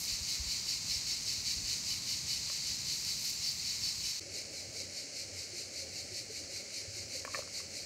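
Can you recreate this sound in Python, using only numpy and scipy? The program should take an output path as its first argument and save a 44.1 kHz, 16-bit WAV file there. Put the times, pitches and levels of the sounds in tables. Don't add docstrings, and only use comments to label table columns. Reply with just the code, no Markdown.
import sys
import numpy as np
from scipy import signal
from scipy.fft import rfft, irfft, next_fast_len
from scipy.io import wavfile

SR = 44100
rng = np.random.default_rng(int(sys.argv[2]) if len(sys.argv) > 2 else 0)


def digitize_waveform(pressure):
    field = np.atleast_2d(pressure).T
    bounded = np.clip(field, -1, 1)
    quanta = np.round(bounded * 32767).astype(np.int16)
    wavfile.write(sys.argv[1], SR, quanta)


N = 346185
T = np.arange(N) / SR
CUT_S = 4.197

# (frequency [Hz], relative density [dB])
RUMBLE_SPECTRUM_TREES = [(28, -15), (50, -3), (120, 0), (200, -5), (330, -13), (600, -23), (1500, -65)]
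WASH_SPECTRUM_TREES = [(250, -3.5), (430, -3), (560, -0.5), (720, -1), (1100, -0.5), (1700, -4.5),
                       (4000, -15)]
THRUM_SPECTRUM_ROCKS = [(25, -19), (60, -12), (95, 4.5), (160, -17), (300, -39)]
WASH_SPECTRUM_ROCKS = [(150, -7), (250, -6.5), (480, -6.5), (560, 0.5), (680, -11.5), (800, -13.5),
                       (980, -28.5), (1300, -27), (2000, -35)]
# (time [s], relative level [dB])
RUMBLE_LEVELS = [(0, -57), (.9, -55), (2.0, -54.5), (2.4, -54.5), (2.55, -60), (2.72, -53.5), (3.3, -57.5),
                 (4.05, -55), (4.18, -64)]
THRUM_LEVELS = [(4.25, -62.5), (4.78, -59.5), (5.03, -69), (5.25, -62), (5.55, -60.5), (5.75, -64),
                (6.05, -59.5), (6.7, -64), (7.2, -59.5), (7.84, -64)]
# (time [s], relative level [dB], starting frequency [Hz])
LARGE_BUBBLES = [(4.261, -42.5, 562), (5.53, -43, 348), (5.82, -41, 526), (6.111, -43, 365),
                 (6.294, -38.5, 436), (6.488, -41.5, 530), (6.96, -46, 358), (7.149, -37, 522)]
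# (time [s], relative level [dB], frequency [Hz])
MICROPHONE_BUMPS = [(.115, -41.5, 59.7), (0.207, -38.5, 69.6), (0.394, -33.5, 64), (.46, -38.5, 55.3),
                    (.955, -43, 60.7), (1.375, -44, 85.5), (1.561, -41, 64.6), (1.63, -42, 55),
                    (6.876, -42, 96)]
# (crest time [s], level [dB], half length [s])
GRASS_SHIFTS = [(0.026, -45, .04), (.25, -61, .3), (3.04, -56, 0.17), (3.27, -47.5, .06), (3.48, -55, .06),
                (3.8, -61, .4)]
# (frequency [Hz], relative density [dB])
GRASS_SPECTRUM = [(2000, -25), (6000, 2), (10000, 0), (13500, 2.5), (16000, -7)]
# (time [s], relative level [dB], centre frequency [Hz], spread [octaves])
STONE_IMPACTS = [(2.499, -37, 1010, 0.75), (7.2492, -28, 1700, 1.6), (7.277, -33.5, 1070, 0.17),
                 (7.339, -36, 1150, .3), (7.3459, -23.5, 1550, 0.84), (7.354, -30, 1700, 1.3),
                 (7.376, -37, 560, .6), (7.3893, -27, 520, 0.88), (7.423, -41.5, 1360, 0.27),
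                 (7.476, -45, 1150, .54), (7.602, -45, 1120, .4)]
# (frequency [Hz], relative level [dB], 60 dB decay time [s])
STONE_MODES = [(490, -2, 0.016), (570, 3, 0.029), (1102, -1.5, 0.03), (1290, -1, 0.016), (1787, 0.5, 0.022),
               (2300, 0.5, 0.022), (2630, -6, 0.018)]
# (crest time [s], level [dB])
CHIRP_CRESTS = [(0.109, -37), (0.312, -35.5), (0.517, -37.5), (0.706, -36), (0.922, -35.5), (1.1, -37.5),
                (1.301, -36.0), (1.493, -35.5), (1.707, -36.5), (1.911, -37.5), (2.108, -36.5),
                (2.319, -36.0), (2.522, -40.5), (2.684, -38), (2.91, -38), (3.086, -37.5), (3.273, -38.5),
                (3.464, -35.0), (3.684, -38.0), (3.859, -34), (4.071, -36.5), (4.372, -41), (4.585, -44),
                (4.795, -41.0), (4.988, -42.5), (5.195, -41.5), (5.402, -42.5), (5.595, -42.5),
                (5.789, -42), (5.981, -42.5), (6.175, -41), (6.368, -43.5), (6.561, -42.0), (6.773, -41),
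                (6.98, -43.5), (7.16, -41.0), (7.367, -43), (7.573, -41.0), (7.778, -43)]
# (frequency [Hz], relative density [dB])
GROUP_SPECTRUM_TREES = [(1500, -33), (1850, -19), (2200, -10), (2800, -12), (3450, -17), (3750, -8.5),
                        (4050, -0.5), (4450, -1), (5200, -3.5), (7000, -7), (8600, -15), (10400, -24),
                        (11500, -20.5), (15500, -28.5)]
GROUP_SPECTRUM_ROCKS = [(1500, -42), (1850, -17), (2200, -5), (2800, -11.5), (3450, -23), (3750, -11.5),
                        (4100, 0.5), (5200, -2.5), (7000, -5), (8600, -11.5), (10400, -22), (12000, -20.5),
                        (13000, -22.5), (15500, -42)]
CHORUS_SPECTRUM_TREES = [(1500, -32), (1850, -20), (2200, -12), (2800, -15), (3450, -19.5), (3750, -12),
                         (4050, -5), (4450, -0.5), (5200, -5), (7000, -6.5), (8600, -16.5), (10400, -28.5),
                         (11500, -23.5), (15500, -35)]
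CHORUS_SPECTRUM_ROCKS = [(1500, -15.5), (1850, -12), (2200, -4.5), (2800, -10.5), (3450, -18.5),
                         (3750, -15.5), (4050, -4), (4450, 1), (5200, -2), (7000, -4), (8600, -13),
                         (10400, -23.5), (11500, -26), (15500, -52)]
# (level [dB], swell time [s], fade time [s])
USUAL_CHIRP_TREES = (-36.5, 0.036, 0.054)
USUAL_CHIRP_ROCKS = (-40.5, 0.037, 0.041)
# (frequency [Hz], bandwidth per stage [Hz], relative level [dB])
SECOND_MODES = [(2980, 120, 1), (6180, 300, 1.5), (11100, 500, -10.5), (12700, 1400, -17)]
NEAREST_MAIN_MODES = [(4260, 260, -3.5), (4534, 250, 3.5)]
NEAREST_UPPER_MODES = [(5340, 93, 0)]
# (time [s], level [dB])
SECOND_LEVELS = [(.3, -50), (1.3, -55), (1.7, -48), (2.7, -48), (3.25, -52), (4.1, -47)]
# (time [s], effort [dB], upper mode over main modes [dB])
NEAREST_EFFORT = [(.2, -0.5, -10), (.95, 0, 0), (1.35, -1, -2), (1.7, -1, -7), (3.25, 2, -9), (3.5, 4, -5),
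                  (3.85, 4, -4), (4.07, 3, 5), (4.4, 0, -4), (5.15, 3, -5), (5.5, 2.5, -10),
                  (7.8, -0.5, -13)]


def from_db(db):
    return 10 ** (np.asarray(db) / 20)


def unit_rms(x):
    return x / np.sqrt(np.mean(x ** 2) + 1e-20)


def envelope(levels):
    return from_db(np.interp(T, *np.transpose(levels)))


def drift(per_s):
    knots = rng.standard_normal(int(N / SR * per_s) + 2)
    return unit_rms(np.interp(T * per_s, np.arange(len(knots)), knots))


def add(out, s, sound):
    at = round(s * SR)
    out[at:at + len(sound)] += sound[:len(out[at:])]


def coloured(x, spectrum):
    hz, db = np.transpose(spectrum)
    size = next_fast_len(N)
    bins = np.maximum(np.arange(size // 2 + 1) * SR / size, 1)
    gain = from_db(np.interp(np.log(bins), np.log(hz), db))
    gain *= np.minimum(bins / hz[0], 1) ** 2
    return unit_rms(irfft(rfft(x, size) * gain, size)[:N])


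def noise(spectrum):
    return coloured(rng.standard_normal(N), spectrum)


def resonance(x, hz, width_hz):
    r = np.exp(-np.pi * width_hz / SR)
    feedback = [1, -2 * r * np.cos(2 * np.pi * hz / SR), r * r]
    return signal.lfilter(np.array([1, 0, -1]) * (1 - r * r) / 2, feedback, x)


def scatter(x, t60, wet_db):
    r = np.exp(-2 * np.log(1000) / (t60 * SR))
    energy = signal.lfilter([1 - r], [1, -r], x * x + 1e-18)
    return x + from_db(wet_db) * np.sqrt(np.abs(energy)) * rng.standard_normal(N)


def off_rocks(x, echo_db, count=7):
    lags = (rng.uniform(.001, .016, count) * SR).astype(int)
    return x + from_db(echo_db) * sum(np.pad(x, (lag, 0))[:N] for lag in lags) / np.sqrt(count)


def stream_under_trees(wash_db=-59.0, wash_db_per_s=-.55):
    rumble = from_db(.5) * envelope(RUMBLE_LEVELS) * noise(RUMBLE_SPECTRUM_TREES)
    return rumble + from_db(wash_db + wash_db_per_s * T) * noise(WASH_SPECTRUM_TREES)


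def bubble(hz, decay_cycles=7, rise=0.35, onset_s=0.0062):
    t = T[:SR // 8]
    amplitude = (1 - np.exp(-t / onset_s)) * np.exp(-t * hz / decay_cycles)
    return amplitude * np.sin(2 * np.pi * hz * t * (1 + rise * t))


def stream_among_rocks(wash_db=-56.5, small_db=-56, spread_db=4, small_count=150):
    out = from_db(wash_db + 1.14 * drift(14)) * noise(WASH_SPECTRUM_ROCKS)
    out += from_db(2.5) * envelope(THRUM_LEVELS) * noise(THRUM_SPECTRUM_ROCKS)
    small = [(CUT_S + when * (T[-1] - CUT_S), small_db + spread_db * (2 * loud - 1), 260 * 2.6 ** pitch)
             for when, loud, pitch in rng.random((small_count, 3))]
    for s, db, hz in list(LARGE_BUBBLES) + small:
        add(out, s, from_db(db) * bubble(hz))
    return out


def microphone_bumps(swell_s=0.0077):
    out, t = np.zeros(N), T[:SR // 4]
    pulse = t / swell_s * np.exp(1 - t / swell_s)
    for s, db, hz in MICROPHONE_BUMPS:
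        add(out, s, from_db(db - 1.5) * pulse * np.sin(2 * np.pi * hz * t))
    return out


def grass(snaps_per_s=800, size_db=2.5):
    power = sum(from_db(db) ** 2 * np.exp(-((T - s) / half_s) ** 2) for s, db, half_s in GRASS_SHIFTS)
    snaps = rng.random(N) < snaps_per_s / SR
    sizes = from_db(size_db * np.minimum(rng.exponential(1, N), 4))
    return np.sqrt(power) * coloured(snaps * sizes * rng.choice([-1, 1], N), GRASS_SPECTRUM)


def stone_clacks(contact_s=0.00051, crack_s=0.0037, echo_db=-9, echo_t60=0.22):
    out, t = np.zeros(N), T[:SR // 4]
    hz, mode_db, t60 = np.transpose(STONE_MODES)[:, :, None]
    for s, db, centre_hz, spread in STONE_IMPACTS:
        weight = from_db(mode_db) * np.exp(-.5 * (np.log2(hz / centre_hz) / spread) ** 2)
        detuned_hz = hz * (1 + .015 * rng.standard_normal(hz.shape))
        phase = 2 * np.pi * (detuned_hz * t + rng.random(hz.shape))
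        modes = weight * np.exp(-np.log(1000) * t / t60) * np.sin(phase)
        ring = modes.sum(axis=0) / np.linalg.norm(weight)
        crack = from_db(-22) * spread * rng.standard_normal(len(t)) * np.exp(-t / crack_s)
        add(out, s, from_db(db) * (ring + crack) * (1 - np.exp(-t / contact_s)))
    echoes = rng.standard_normal(len(t)) * np.exp(-np.log(1000) * t / echo_t60)
    return out + from_db(echo_db) * signal.fftconvolve(out, echoes / np.linalg.norm(echoes))[:N]


def tymbals(per_s, jitter, uneven_db, count):
    clicks = np.zeros(N)
    for _ in range(count):
        rate = per_s * np.exp(.1 * rng.standard_normal() + jitter * drift(300))
        buckles = np.diff(np.floor(np.cumsum(rate) / SR + rng.random()), prepend=0) > 0
        clicks += buckles * from_db(uneven_db * rng.standard_normal(N)) * rng.choice([-1, 1], N)
    return unit_rms(clicks)


def body(clicks, modes):
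    return unit_rms(sum(from_db(db) * resonance(resonance(clicks, hz, width), hz, width)
                        for hz, width, db in modes))


def chirp_envelopes(loud_shortening=0.27, solo_length=0.87, solo_steepness=3.0, waver_db=1.0):
    powers = np.zeros((3, N))
    times, efforts_db, uppers_db = np.transpose(NEAREST_EFFORT)
    for (s, level_db), chance in zip(CHIRP_CRESTS, rng.standard_normal(len(CHIRP_CRESTS))):
        usual_db, swell_s, fade_s = USUAL_CHIRP_TREES if s < CUT_S else USUAL_CHIRP_ROCKS
        near = np.abs(T - s) < .25
        t = T[near] - s
        off_crest = np.abs(t / np.where(t < 0, swell_s, fade_s))
        off_crest *= from_db(loud_shortening * (level_db - usual_db))
        excess_db = level_db - USUAL_CHIRP_TREES[0]
        solo_db = -2.5 + np.interp(s, times, efforts_db) + excess_db + waver_db * chance
        upper_db = np.interp(s, times, uppers_db)
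        solo_share, upper_share = 1 / (1 + from_db([-solo_db, -upper_db]) ** 2)
        group = (1 - solo_share) * np.exp(-off_crest ** 2)
        solo = solo_share * np.exp(-(off_crest / solo_length) ** solo_steepness)
        parts = np.array([group, solo * (1 - upper_share), solo * upper_share])
        powers[:, near] += from_db(level_db) ** 2 * parts
    return np.sqrt(powers)


def cicadas_over_rocks(group_gain):
    clicks = scatter(tymbals(per_s=430, jitter=.25, uneven_db=1.8, count=4), t60=.04, wet_db=-1.5)
    far = scatter(tymbals(per_s=400, jitter=.3, uneven_db=3.0, count=5), t60=.1, wet_db=3.5)
    chorus_gain = from_db(-47.0 + 0.19 * drift(25))
    chorus = chorus_gain * coloured(off_rocks(far, echo_db=-15.5), CHORUS_SPECTRUM_ROCKS)
    flicker = from_db(0.13 + 0.46 * drift(70))
    group = flicker * group_gain * coloured(off_rocks(clicks, echo_db=-10), GROUP_SPECTRUM_ROCKS)
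    return chorus + group


def cicadas_in_trees(group_gain):
    clicks = scatter(tymbals(per_s=430, jitter=.25, uneven_db=0.5, count=4), t60=.04, wet_db=0.0)
    far = scatter(tymbals(per_s=400, jitter=.3, uneven_db=2.0, count=5), t60=0.083, wet_db=1.5)
    chorus_gain = from_db(-40.0 + 0.33 * drift(25.02))
    chorus = chorus_gain * coloured(off_rocks(far, echo_db=-16), CHORUS_SPECTRUM_TREES)
    flicker = from_db(0.06 + .4 * drift(70))
    group = flicker * group_gain * coloured(off_rocks(clicks, echo_db=-10.5), GROUP_SPECTRUM_TREES)
    return chorus + group


def second_cicada(group_gain, lead_s=0.0049):
    gate = np.interp(T + lead_s, T, np.minimum(group_gain / from_db(-39.5), 1) ** 3)
    clicks = tymbals(per_s=480, jitter=.22, uneven_db=4.5, count=1)
    return envelope(SECOND_LEVELS) * gate * body(clicks, SECOND_MODES)


def nearest_cicada(main_gain, upper_gain):
    clicks = tymbals(per_s=560, jitter=.15, uneven_db=-0.5, count=1)
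    main = from_db(-0.5) * main_gain * body(clicks, NEAREST_MAIN_MODES)
    upper = from_db(0.2) * upper_gain * body(clicks, NEAREST_UPPER_MODES)
    return main + upper


def scene():
    group_gain, main_gain, upper_gain = chirp_envelopes()
    nearest = nearest_cicada(main_gain, upper_gain)
    trees = cicadas_in_trees(group_gain) + nearest + second_cicada(group_gain)
    trees += stream_under_trees() + grass()
    rocks = cicadas_over_rocks(group_gain) + nearest + stream_among_rocks()
    fade_in = np.clip((T - CUT_S) / 0.015, 0, 1)
    mono = trees * (T < CUT_S) + rocks * fade_in + stone_clacks() + microphone_bumps()
    return np.array([mono, mono])


def record(dry, low_hz=29, high_hz=15700):
    x = signal.sosfilt(signal.butter(4, low_hz, "high", fs=SR, output="sos"), dry)
    return signal.sosfilt(signal.ellip(12, .1, 80, high_hz, fs=SR, output="sos"), x)


dry = scene()
out = record(dry)
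digitize_waveform(out)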